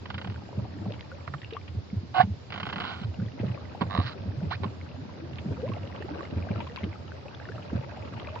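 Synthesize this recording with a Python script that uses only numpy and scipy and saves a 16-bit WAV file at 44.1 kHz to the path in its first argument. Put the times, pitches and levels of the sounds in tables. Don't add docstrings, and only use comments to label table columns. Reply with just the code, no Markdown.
import sys
import numpy as np
from scipy import signal
from scipy.fft import rfft, irfft
from scipy.io import wavfile
from scipy.ndimage import uniform_filter1d

SR = 44100
rng = np.random.default_rng(int(sys.argv[2]) if len(sys.argv) > 2 else 0)


def voltage_ratio(decibels):
    exponent = np.asarray(decibels, float) / 20
    return 10 ** exponent


def persist_wave(psi):
    counts = np.round(np.clip(psi, -1, 1) * 32767).astype(np.int16)
    wavfile.write(sys.argv[1], SR, np.atleast_2d(counts).T)


N = 370440

# (frequency [Hz], left lead [rad])
PORT_PHASE = [(60, 0), (340, .6), (1460, 0), (2400, .4), (3100, 2.4), (5200, 5), (7200, 6.5)]
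# (frequency [Hz], left over right [dB])
PORT_DB = [(60, -2), (170, -2), (500, 3), (900, 2.5), (2450, -.5), (4200, -4.5), (7000, -1.)]


def evened(x):
    return x / np.sqrt(np.mean(x ** 2) + 1e-20)


def read(points, hz):
    f, value = np.transpose(points)
    return np.interp(np.log(hz + 1), np.log(f + 1), value)


def curve(rows):
    return np.interp(np.arange(N) / SR, *np.transpose(rows))


def add(mix, s, sound):
    part = mix[..., round(s * SR):][..., :sound.shape[-1]]
    part += sound[..., :part.shape[-1]]


def coloured(x, spectrum):
    hz = np.fft.rfftfreq(x.shape[-1], 1 / SR)
    return irfft(rfft(x) * voltage_ratio(read(spectrum, hz)), x.shape[-1])


def body(x, modes, widen=0.76):
    out = 0
    for k, (hz, width, db) in enumerate(modes):
        r = np.exp(-np.pi * abs(width * widen) / SR)
        turn = 2 * np.pi * hz / SR
        ring = signal.lfilter([(1 - r) * np.sin(turn)], [1, -2 * r * np.cos(turn), r * r], x)
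        out = out + (-1) ** k * voltage_ratio(db) * ring
    return out


def ports(x, other, same, phase=PORT_PHASE, balance=PORT_DB):
    hz = np.fft.rfftfreq(N, 1 / SR)
    same = np.clip(same, 0, 1)
    half = voltage_ratio(read(balance, hz) / 2) * np.exp(.5j * read(phase, hz))
    right = same * x + np.sqrt(1 - same ** 2) * other
    return np.array([irfft(rfft(x) * half, N), irfft(rfft(right) / half, N)])


def blows(table, rise, stretch):
    out = np.zeros(N)
    for s, db, hz, length in table:
        size = stretch * max(length, 1.33 / hz)
        u = np.arange(-size, 5 * size, 1 / SR) / size
        swell = (1 + u) ** 2 * np.exp(-2 * u)
        turns = hz * size * (u + rise * u ** 2 / 2) + rng.random()
        add(out, max(s - size, 0), voltage_ratio(db) * swell * np.sin(2 * np.pi * turns))
    return out


def lumps(per_s, spread_db):
    place, size, sign = rng.random((3, 2, round(per_s * N / SR)))
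    push = voltage_ratio(spread_db * np.minimum(-np.log(1 - size), 4)) * np.sign(sign - .5)
    out = np.zeros((2, N))
    np.put_along_axis(out, (place * N).astype(int), push, 1)
    return out


def booms():
    # (time of the peak [s], peak level [dB], pitch [Hz])
    thumps = [(0.299, -25.5, 101), (0.588, -26, 113.4), (0.824, -34, 96.7), (0.883, -27, 108),
              (1.299, -38, 141), (1.778, -22.5, 96), (1.976, -21.5, 99.6), (2.201, -27, 129.3),
              (2.248, -24, 99.7), (2.315, -23.5, 90.8), (3.054, -25, 113.3), (3.098, -27, 90),
              (3.221, -24.5, 113.7), (3.415, -24, 114.3), (3.466, -28.5, 130.7), (3.511, -25.5, 115),
              (3.832, -34, 109.4), (3.875, -27.5, 100.4), (3.996, -17.5, 94), (4.289, -22.5, 97.8),
              (4.477, -26.5, 89), (4.626, -24, 94.8), (4.683, -31.5, 115.4), (5.515, -24, 100),
              (6.373, -20.5, 87.2), (6.525, -30, 113.7), (6.568, -24, 104), (6.839, -28, 90),
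              (7.552, -31.5, 114.5), (7.755, -24.5, 92)]
    return [(s, db, hz, 0.016 * voltage_ratio(0.62 * (-25.5 - db))) for s, db, hz in thumps]


def slaps():
    # (time of the peak [s], peak level [dB], length [s])
    hits = [(0.267, -35, 0.034), (0.583, -26.5, 0.021), (0.872, -28, 0.034), (1.752, -30.5, 0.0098),
            (1.934, -25, 0.017), (2.035, -30, 0.01), (2.2, -27.5, 0.0065), (2.241, -23, 0.017),
            (3.018, -30, 0.014), (3.195, -25, 0.024), (3.23, -25, 0.014), (3.402, -23, 0.0022),
            (3.441, -24, 0.021), (3.819, -17, 0.0094), (3.953, -30, 0.033), (3.988, -16.5, 0.0034),
            (4.261, -29.5, 0.017), (4.433, -24, 0.021), (4.605, -28, 0.0094), (4.658, -22, 0.0092),
            (5.463, -25.5, 0.014), (5.697, -24.5, 0.0092), (6.327, -28, 0.0063), (6.509, -22.5, 0.012),
            (6.587, -28, 0.015), (6.598, -30.5, 0.0034), (6.841, -25, 0.019), (7.732, -19, 0.005),
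            (7.756, -22, 0.013)]
    return [(s, db, 187.6 + 90 * np.exp(-length / 0.0051), length) for s, db, length in hits]


def stirred(lag):
    power = (blows(booms(), 0, 0.93) + 2 * blows(slaps(), 0, 1.0)) ** 2
    keep = np.exp(-1 / (lag * SR))
    return np.sqrt(signal.lfilter([1 - keep], [1, -keep], power)) / voltage_ratio(-10)


def hull():
    # (time [s], gurgle level [dB])
    gurgle = [(0.0, -51), (0.33, -50), (0.82, -47.5), (1.12, -57.5), (2.03, -54), (2.42, -57), (2.74, -44),
              (3.11, -53.5), (3.34, -50.5), (4.49, -47.5), (4.91, -50.5), (5.52, -45), (5.96, -48),
              (6.36, -44.5), (6.95, -51.5), (7.37, -53.5), (8.24, -46.5), (8.4, -56.5)]
    # (frequency [Hz], width [Hz], level [dB])
    hollow = [(86.6, 19.8, -1), (133.3, 18, -3.5), (59, 88, -16.5)]
    # (frequency [Hz], width [Hz], level [dB])
    pockets = [(156.8, 143, 3), (290, 94, 2.5), (411, 216, -3), (704, 135, -7)]
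    # (time of the peak [s], peak level [dB], pitch [Hz])
    glugs = [(0.862, -35.5, 690), (0.907, -32, 494), (1.528, -30, 413), (3.434, -32, 490),
             (3.751, -32.5, 740), (4.416, -38, 545), (5.414, -36.5, 500), (5.698, -37, 460),
             (5.769, -33.5, 616), (6.008, -33, 378), (6.05, -31.5, 334), (6.158, -34.5, 436),
             (6.21, -35.5, 526), (6.472, -31.5, 650), (6.517, -38, 482), (6.559, -34.5, 590),
             (7.499, -33.5, 406), (7.721, -35.5, 442), (7.975, -33.5, 704), (.491, -38.5, 706),
             (.53, -40.5, 480), (7.55, -37, 666), (7.595, -43, 560), (7.921, -37, 800)]
    # (time of the peak [s], peak level [dB], pitch [Hz], length [s])
    gulp = [
        (5.641, -26, 492, 0.02),
    ]
    # (time of the peak [s], peak level [dB], pitch [Hz], length [s])
    glides = [
        (1.549, -41, 620, 0.008),
    ]

    gurgle_db = curve(gurgle)
    hum = evened(body(body(lumps(260, 3.5)[0], hollow), hollow, widen=4.0))
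    hum = voltage_ratio(-44 + 0.18 * (gurgle_db - gurgle_db.mean())) * hum
    slosh = evened(body(body(lumps(260, 2.44), pockets, widen=0.95), pockets, widen=6.07))
    slosh = voltage_ratio(gurgle_db + 3.0) * (1 + 9.4 * stirred(lag=0.006)) * slosh
    glugs = [(s, db, hz, 2.5 / hz) for s, db, hz in glugs] + gulp
    waves = blows(booms(), 0.0038, 0.94) + blows(slaps(), 0.0067, 0.43)
    waves = waves + blows(glugs, 0.2, 0.9) + blows(glides, 0.44, 0.89)
    return ports(hum + waves, hum + waves, 1) + ports(*slosh, 0.55)


def laps():
    # (time of the peak [s], peak level [dB], pitch [Hz])
    soft = [(0.07, -39.5, 90), (0.161, -47, 192), (0.378, -37.5, 90), (0.63, -30.5, 108), (.76, -37.5, 290),
            (0.802, -35, 186), (0.821, -39.5, 310), (0.927, -42, 298), (1.131, -42, 533),
            (1.351, -33.5, 142.7), (1.442, -34, 103.3), (1.537, -38.5, 435), (2.171, -41, 335),
            (2.285, -29.5, 197), (3.266, -29, 107.7), (3.347, -39, 262), (3.485, -31, 178),
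            (3.544, -39, 128.5), (3.857, -35.5, 156.5), (4.059, -31, 115), (4.166, -39.5, 385),
            (4.334, -42.5, 298), (4.383, -27, 129), (4.452, -28.5, 147), (4.56, -32.5, 102.3),
            (4.808, -41.5, 101.8), (4.988, -36.5, 253), (5.23, -35, 323), (5.33, -33.5, 124),
            (5.487, -30, 140.4), (5.595, -37.5, 510), (5.671, -30, 105), (5.727, -29.5, 105.8),
            (5.758, -43.5, 106.4), (5.844, -37.5, 105.4), (5.845, -41.5, 534), (6.118, -31.5, 290),
            (6.19, -37, 322), (6.426, -27, 85.7), (6.709, -43, 464), (6.873, -36.5, 304), (6.889, -32, 90),
            (6.998, -33.5, 82.3), (7.786, -28.5, 120), (7.831, -42, 124), (8.013, -32.5, 95),
            (8.165, -35.5, 114.3), (8.335, -40, 622)]
    ring = blows([(*row, 0.024) for row in soft], 0.055, 0.7)
    return ports(ring, ring, 1)


def bubble(hz, cycles, rise):
    u = np.arange(2400) / SR * hz / cycles
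    tone = np.sin(2 * np.pi * cycles * (u + rise * u ** 2 / 2))
    return tone * (1 - np.exp(-u / 0.018)) * np.exp(-2.5 * u) * 2.45


def trickle():
    # (frequency [Hz], level per Hz [dB])
    spectrum = [(260, -36.5), (450, -2.5), (886, -15), (1110, -18), (2000, -21.5), (7000, -46), (9100, -72),
                (15400, -120)]
    # (time [s], level [dB])
    runoff = [(0, -57.5), (.6, -53), (1.2, -53.5), (2.03, -72), (2.7, -54.5), (3.3, -55.5), (3.43, -47),
              (3.65, -50), (5.0, -53), (6.2, -45), (7.1, -52), (8.4, -44.5)]
    out = np.zeros((2, N))
    for hz in np.geomspace(500, 5200, num=16):
        cycles = rng.uniform(3, 14)
        grain = bubble(hz, cycles, rng.uniform(0, 0.2))[:round(4 * SR * cycles / hz)]
        grain = grain * voltage_ratio(read(spectrum, hz)) * hz ** 1.164
        out += signal.oaconvolve(lumps(85, 4.2), grain[None], axes=1)[:, :N]
    flurries = uniform_filter1d(rng.standard_normal(N), size=500)
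    flurries = evened(uniform_filter1d(flurries, size=500))
    flow = voltage_ratio(curve(runoff) + 2.5) * (1 + 1.6 * stirred(lag=0.0086))
    return ports(*(flow * evened(voltage_ratio(2.1 * flurries) * out)), 0.05)


def plips():
    # (time [s], peak level [dB], pitch [Hz])
    pops = [(.36, -41, 1500), (0.421, -47.5, 800), (.529, -45, 950), (.652, -42.5, 756), (0.74, -51, 1860),
            (.787, -51, 1800), (0.807, -58, 1900), (.856, -47.5, 1090), (0.994, -44.5, 2150),
            (1.027, -49, 1820), (1.207, -50, 2240), (1.383, -48.5, 3130), (1.432, -42, 1910),
            (1.446, -36.5, 2740), (1.535, -38, 3680), (1.614, -46.5, 2330), (1.902, -48, 2160),
            (3.141, -44.5, 1670), (3.144, -43.5, 2800), (3.2, -45, 1440), (3.263, -47.5, 3300),
            (3.284, -48, 1870), (3.32, -48, 2750), (3.392, -42.5, 2050), (3.654, -45.5, 2000),
            (4.22, -50, 3500), (4.319, -49.5, 1730), (4.405, -50, 1500), (4.813, -42, 2180),
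            (4.866, -51.5, 1320), (4.889, -50.5, 2600), (4.915, -49, 2650), (5.092, -47, 1004),
            (5.139, -52, 2130), (5.669, -46, 1980), (5.737, -39.5, 2690), (5.764, -45.5, 2100),
            (5.833, -47, 2750), (5.845, -52, 1250), (5.925, -43, 1910), (5.962, -43.5, 3080),
            (6.146, -44.5, 1550), (6.388, -51, 2340), (6.425, -42.5, 2440), (6.514, -40, 2370),
            (6.697, -45, 1900), (6.93, -42, 2090), (6.958, -46, 1250), (7.08, -47, 3050),
            (7.119, -40, 1520), (7.283, -42, 2580), (7.4, -41.5, 1600), (7.581, -41, 1300),
            (7.833, -54, 2010), (8.136, -45.5, 1150), (8.272, -36.5, 2460), (8.286, -39.5, 1140)]
    out, t = np.zeros((2, N)), np.arange(2400) / SR
    for s, db, hz in pops:
        fizz = body(rng.standard_normal(2400) * np.exp(-t / 0.0027), [(hz, 1500, 0)])
        pop = bubble(hz, 12, 0.012) + .5 * fizz / abs(fizz).max()
        add(out, s, voltage_ratio(db + np.array([[1], [-1]]) * rng.uniform(-2, 2)) * pop)
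    return out


def drips():
    # (time [s], peak level [dB], pitch [Hz], left over right [dB])
    drops = [(1.1162, -39.5, 1410, 3), (1.417, -46, 1860, 1), (1.567, -32.5, 1118, 5.5),
             (3.5755, -44, 1120, 8), (3.017, -47, 4100, 3), (5.678, -42.5, 985, -1),
             (5.718, -40.5, 1066, -14), (5.8988, -50, 970, 11), (6.0237, -41, 1780, -9),
             (6.2065, -42.5, 1090, -21), (6.252, -43, 2050, 6), (6.488, -41.5, 1530, 7),
             (6.559, -43.5, 1300, 15), (6.604, -37.5, 907, 13), (6.6708, -42.5, 1020, 8),
             (6.775, -44, 1010, 19), (6.834, -40.5, 2050, 8.5), (7.348, -41.5, 3370, -2),
             (7.454, -41.5, 1740, 1), (7.4886, -39.5, 1430, 8.5), (7.5196, -42, 1640, 3),
             (8.2486, -38.5, 1900, 0), (8.36, -37, 933, -13)]
    out, t = np.zeros((2, N)), np.arange(2400) / SR
    for s, db, hz, pan_db in drops:
        tick = body(rng.standard_normal(2400) * np.exp(-t / 0.0041), [(1.7 * hz, 1800, 0)])
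        tick = .75 * tick / abs(tick).max()
        add(out, s, voltage_ratio(db + np.array([[.5], [-.5]]) * pan_db) * (bubble(hz, 16.4, 0.077) + tick))
    return out + blows([(6.772, -36.5, 2560, .005)], -0.2, 1)


def spray():
    # (time of the peak [s], peak level [dB], length [s])
    splashes = [(0.923, -35, 0.0007), (0.938, -40.5, 0.0095), (1.01, -32.5, 0), (1.418, -41.5, 0.0033),
                (1.432, -49, 0.054), (1.508, -41, .0063), (1.526, -42.5, 0.036), (1.68, -42.5, 0.0083),
                (5.385, -36.5, 0.008), (5.359, -38, 0), (5.334, -43.5, 0.0032), (5.688, -41, 0.0058),
                (5.875, -40.5, 0.0016), (6.001, -45.5, 0.04), (6.604, -36.5, 0.014), (6.762, -29, 0),
                (6.768, -36, 0), (6.786, -39.5, .012), (6.794, -49, 0.027), (6.841, -33.5, 0.0039),
                (6.675, -42.5, 0.0034), (6.494, -52, 0.028), (6.554, -49, 0.023), (7.623, -45, .012),
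                (7.965, -48, .02), (8.05, -47, 0.008), (8.164, -48, 0.033), (8.355, -42, 0.0054),
                (8.199, -35.5, 0.0031), (8.29, -44, 0.028), (3.397, -43.5, 0.012)]
    out, t = np.zeros((2, N)), np.arange(2400) / SR
    for s, db, length in splashes:
        hz = 2760 + 800 * np.exp(-length / 0.004)
        burst = rng.standard_normal((2, 2400)) * np.exp(-t / (0.00072 + 0.97 * length))
        burst = burst + 0.038 * burst[::-1]
        burst = body(burst, [(hz, 20.0 / (length + 0.0054), 0), (hz * 0.32, 900, -8)])
        burst = body(burst, [(hz, 3500, 0)])
        add(out, s - .001, voltage_ratio(db + 7.5) * burst / abs(burst).max())
    return out


def strikes(table, modes, ms, click=10.0):
    out, t = np.zeros(N), np.arange(2000) / SR
    for s, db in table:
        u = t * 1000 / (ms * voltage_ratio(0.6 * (db + 51.5)))
        scrape = rng.standard_normal(2000) * np.exp(-u) * (1.53 + u)
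        ring = body(scrape + click * (t == 0), modes)
        add(out, s, voltage_ratio(db) * ring / abs(ring).max())
    return out


def dragged(run, pull):
    start, count, gap, ratio = run
    k = np.arange(count)
    times = start + gap * (np.cumsum(ratio ** k) - ratio ** k)
    return list(zip(times, np.interp(k / (count - 1), [0, 0.21, 1], pull)))


def strap_slips():
    # (start [s], slips [count], first gap [s], each gap to the one before [ratio])
    runs = [
        (.057, 10, .045, .91),
        (2.504, 5, .0183, 1.),
    ]
    # (first level [dB], hardest level [dB], last level [dB])
    pulls = [(-27.5, -25, -36.5), (-28.5, -25, -25.5)]
    # (time [s], peak level [dB])
    single = [(2.6, -23.5), (2.63, -22), (2.654, -26.5), (2.666, -24), (2.689, -26), (2.698, -23),
              (2.727, -22.5), (2.759, -21), (2.782, -24.5), (2.801, -23.5), (2.818, -25), (2.838, -24.5),
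              (3.034, -32)]
    # (frequency [Hz], width [Hz], level [dB])
    shell = [(830, 530, 0), (1500, 330, 0), (2050, 460, -4), (3056, 420, 2), (3850, 5200, -20.5)]
    first, second = map(dragged, runs, pulls)
    return strikes(first + second + single, shell, 0.9)


def thrum(slips):
    return voltage_ratio(-55.5) * evened(body(abs(slips), [(193.0, 26, 0)]))


def buckle():
    # (time [s], peak level [dB])
    buzz = [(3.9, -31), (3.909, -24), (3.919, -26.5), (3.929, -24), (3.939, -23.5), (3.95, -20),
            (3.964, -22), (3.976, -18.5), (3.99, -24), (4.0, -21), (4.014, -27), (4.066, -42), (4.09, -45)]
    # (frequency [Hz], width [Hz], level [dB])
    buckle_modes = [(680, 290, 3), (1046, 150, 1.5), (1800, 650, -5), (2900, 450, -6), (3790, 420, -6)]
    # (time [s], peak level [dB])
    taps = [
        (1.277, -24),
        (1.338, -25),
    ]
    # (frequency [Hz], width [Hz], level [dB])
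    deck = [(735, 850, 6), (1250, 340, 10), (1910, 1350, -0.5)]
    rings = blows([(s + 0.0033, db - 7.5, 1140, .0042) for s, db in buzz], 0, 0.54)
    return strikes(buzz, buckle_modes, .5, click=28.) + rings + strikes(taps, deck, 0.58)


def creaks():
    # (time [s], level [dB], slips per second [1/s])
    rubs = [
        [(2.141, -42, 81), (2.146, -32, 180), (2.18, -26.5, 81), (2.196, -29, 140), (2.212, -25, 210),
         (2.222, -32.5, 440), (2.232, -33, 390), (2.255, -59, 190)],
        [(2.76, -75, 95), (2.81, -51, 120), (2.85, -36, 130), (2.92, -36.5, 250), (2.96, -44.5, 84),
         (3.01, -48, 53), (3.05, -46.5, 190)],
        [(4.015, -43.5, 130), (4.055, -43.5, 150), (4.068, -36, 140), (4.095, -41, 110), (4.104, -48.5, 120),
         (4.135, -46, 99)],
    ]
    # (frequency [Hz], width [Hz], level [dB])
    seat = [(723, 85, 3), (886, 60, 3), (1120, 120, -6), (1500, 150, -7.5), (2100, 270, -11),
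            (2930, 400, -8), (4010, 2500, -25)]
    # (frequency [Hz], width [Hz], level [dB])
    fused = [(885, 470, 3.5), (1450, 150, 7), (2100, 500, -2.5), (3040, 470, 5), (3960, 1800, -8)]
    # (frequency [Hz], width [Hz], level [dB])
    last = [(950, 660, -2), (1600, 1200, 0.5), (3000, 530, 2), (4100, 1100, -3)]
    steady = (.7, .6, .8)
    out = np.zeros(N)
    for rows, modes, drag in zip(rubs, (seat, fused, last), steady):
        s, *columns = np.transpose(rows)
        t = np.arange(s[0], s[-1], 1 / SR)
        db, per_s = (np.interp(t, s, c) for c in columns)
        uneven = 1 + 3.5 * uniform_filter1d(rng.standard_normal(len(t)), size=300)
        turns = np.cumsum(per_s * uneven) / SR
        scrape = (drag + np.exp(-(turns % 1) / .22)) * rng.standard_normal(len(t))
        add(out, s[0], voltage_ratio(db) * evened(body(scrape, modes)))
    return out


def seat_gives():
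    # (time [s], peak level [dB])
    gives = [
        (2.142, -23.5),
        (2.149, -23.5),
        (2.161, -22.5),
        (2.173, -22),
        (2.181, -16.5),
        (2.1945, -20.5),
        (2.199, -7.5),
        (2.2055, -17.5),
        (2.21, -21.5),
    ]
    # (frequency [Hz], width [Hz], level [dB])
    frame = [(750, 70, 0), (1110, 70, -13), (1490, 90, -15)]
    out, t = np.zeros(N), np.arange(2000) / SR
    push = np.exp(-((t - .002) / 0.00023) ** 2)
    jolt = body(push, frame, widen=1) * (1 - np.exp(-t / .004)) ** 2
    for s, db in gives:
        add(out, s, voltage_ratio(db) * jolt / abs(jolt).max())
    return out


def squeaks():
    # (time [s], pitch [Hz], level [dB])
    glissandi = [
        [(2.193, 1380, -30), (2.201, 1600, -23), (2.208, 1800, -30)],
        [(2.208, 1420, -30), (2.214, 1680, -24), (2.222, 1900, -31)],
        [(4.503, 603, -48), (4.512, 718, -31.5), (4.53, 1348, -31.5), (4.545, 1947, -39), (4.56, 2650, -43)],
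    ]
    shares = (0.097, 0.099, 0.69)
    out = np.zeros(N)
    for rows, share in zip(glissandi, shares):
        s, hz, db = np.transpose(rows)
        t = np.arange(s[0], s[-1], 1 / SR)
        wobble = 1 + 0.25 * uniform_filter1d(rng.standard_normal(len(t)), size=40)
        turns = np.cumsum(np.interp(t, s, hz) * wobble) / SR
        tone = sum(voltage_ratio(-13 * k) * np.sin(2 * np.pi * (k + 1) * turns) for k in range(3))
        rasp = body(rng.standard_normal(len(t)), [(2550, 5000, 0.067), (3950, 2000, .1)])
        add(out, s[0], voltage_ratio(np.interp(t, s, db)) * (tone + share * evened(rasp)))
    return out


def knocks():
    # (time [s], peak level [dB])
    hits = [
        (3.749, -45.5),
        (3.809, -21),
        (3.815, -16),
        (4.634, -20.5),
        (4.643, -24),
    ]
    # (frequency [Hz], width [Hz], level [dB])
    modes = [(326, 180, -2.5), (880, 690, -3), (1074, 180, 1), (1410, 160, -15.5), (2580, 3600, -16),
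             (3700, 1700, -16.5)]
    return strikes(hits, modes, 0.56)


def gear(slips):
    # (frequency [Hz], left lead [rad])
    gear_phase = [(260, -.1), (690, 1.6), (1120, .6), (1720, .8), (2410, -1.8), (4050, -2.9), (5250, 1.2)]
    # (frequency [Hz], left over right [dB])
    gear_db = [(300, -11), (800, -7.5), (1400, -13), (2200, -2), (2900, 4), (4000, -12.5), (4700, -14.5),
               (5600, 1.5)]
    thin = slips + buckle() + creaks() + seat_gives() + squeaks()
    thin = signal.sosfilt(signal.butter(4, 540, "high", fs=SR, output="sos"), thin)
    direct = thin + knocks()
    echo = rng.standard_normal(1200) * np.exp(-np.arange(1200) / 160.)
    wet = signal.oaconvolve(direct, echo / np.linalg.norm(echo))[:N]
    return ports(direct + voltage_ratio(-21) * wet, wet, .988, gear_phase, gear_db)


def hiss():
    # (frequency [Hz], level per Hz [dB])
    spectrum = [(20, -28), (103, -7.5), (251, -15.5), (629, -22.5), (2400, -31.5), (6810, -32),
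                (7520, -34.5), (9780, -102)]
    noise = coloured(rng.standard_normal((2, N)), spectrum)
    return voltage_ratio(-47) * evened(ports(*noise, 0.012))


def scene():
    slips = strap_slips()
    water = hull() + laps() + trickle() + plips() + drips() + spray()
    return water + gear(slips) + thrum(slips) + hiss()


def patchy_treble(x):
    hz, _, z = signal.stft(x, SR, nperseg=1024)
    chance = uniform_filter1d(rng.standard_normal(z.shape[1:]), size=4, axis=0)
    chance = uniform_filter1d(chance, size=7, axis=1)
    kept = evened(chance) > np.interp(hz, [4600, 5800, 7000, 7700], [-2.4, -.6, .2, 1.2])[:, None]
    return signal.istft(z * np.where(kept, 1, .012), SR, nperseg=1024)[1][:, :N]


def air_and_ticks():
    # (time [s], peak level [dB])
    ticks = [(1.1236, -66), (1.9576, -69), (2.2078, -53.5), (2.6648, -59.5), (2.7928, -66.5), (2.807, -58),
             (3.3915, -72.5), (3.523, -68), (3.7584, -62.5), (3.8741, -71), (4.5902, -72), (5.907, -64),
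             (6.0425, -63), (6.5084, -66.5), (6.623, -67.5), (6.759, -64), (7.591, -65), (7.8241, -68),
             (8.274, -67.5)]
    air = voltage_ratio(-91) * coloured(rng.standard_normal((2, N)), [(8800, -12), (9800, 0), (15000, -2)])
    for s, db in ticks:
        add(air, s, voltage_ratio(db - 1.5) * rng.standard_normal((1, 30)))
    return air


def low_pass(x):
    return signal.sosfilt(signal.butter(12, 15720, fs=SR, output="sos"), x)


def record(dry):
    housing = [(20, -17), (52, -30), (75, 0.5), (5000, -2.5), (6300, -10.5), (7600, -8),
               (8000, -47.5), (16000, -46)]
    return low_pass(patchy_treble(coloured(dry, housing)) + air_and_ticks())


dry = scene()
out = record(dry)
persist_wave(out)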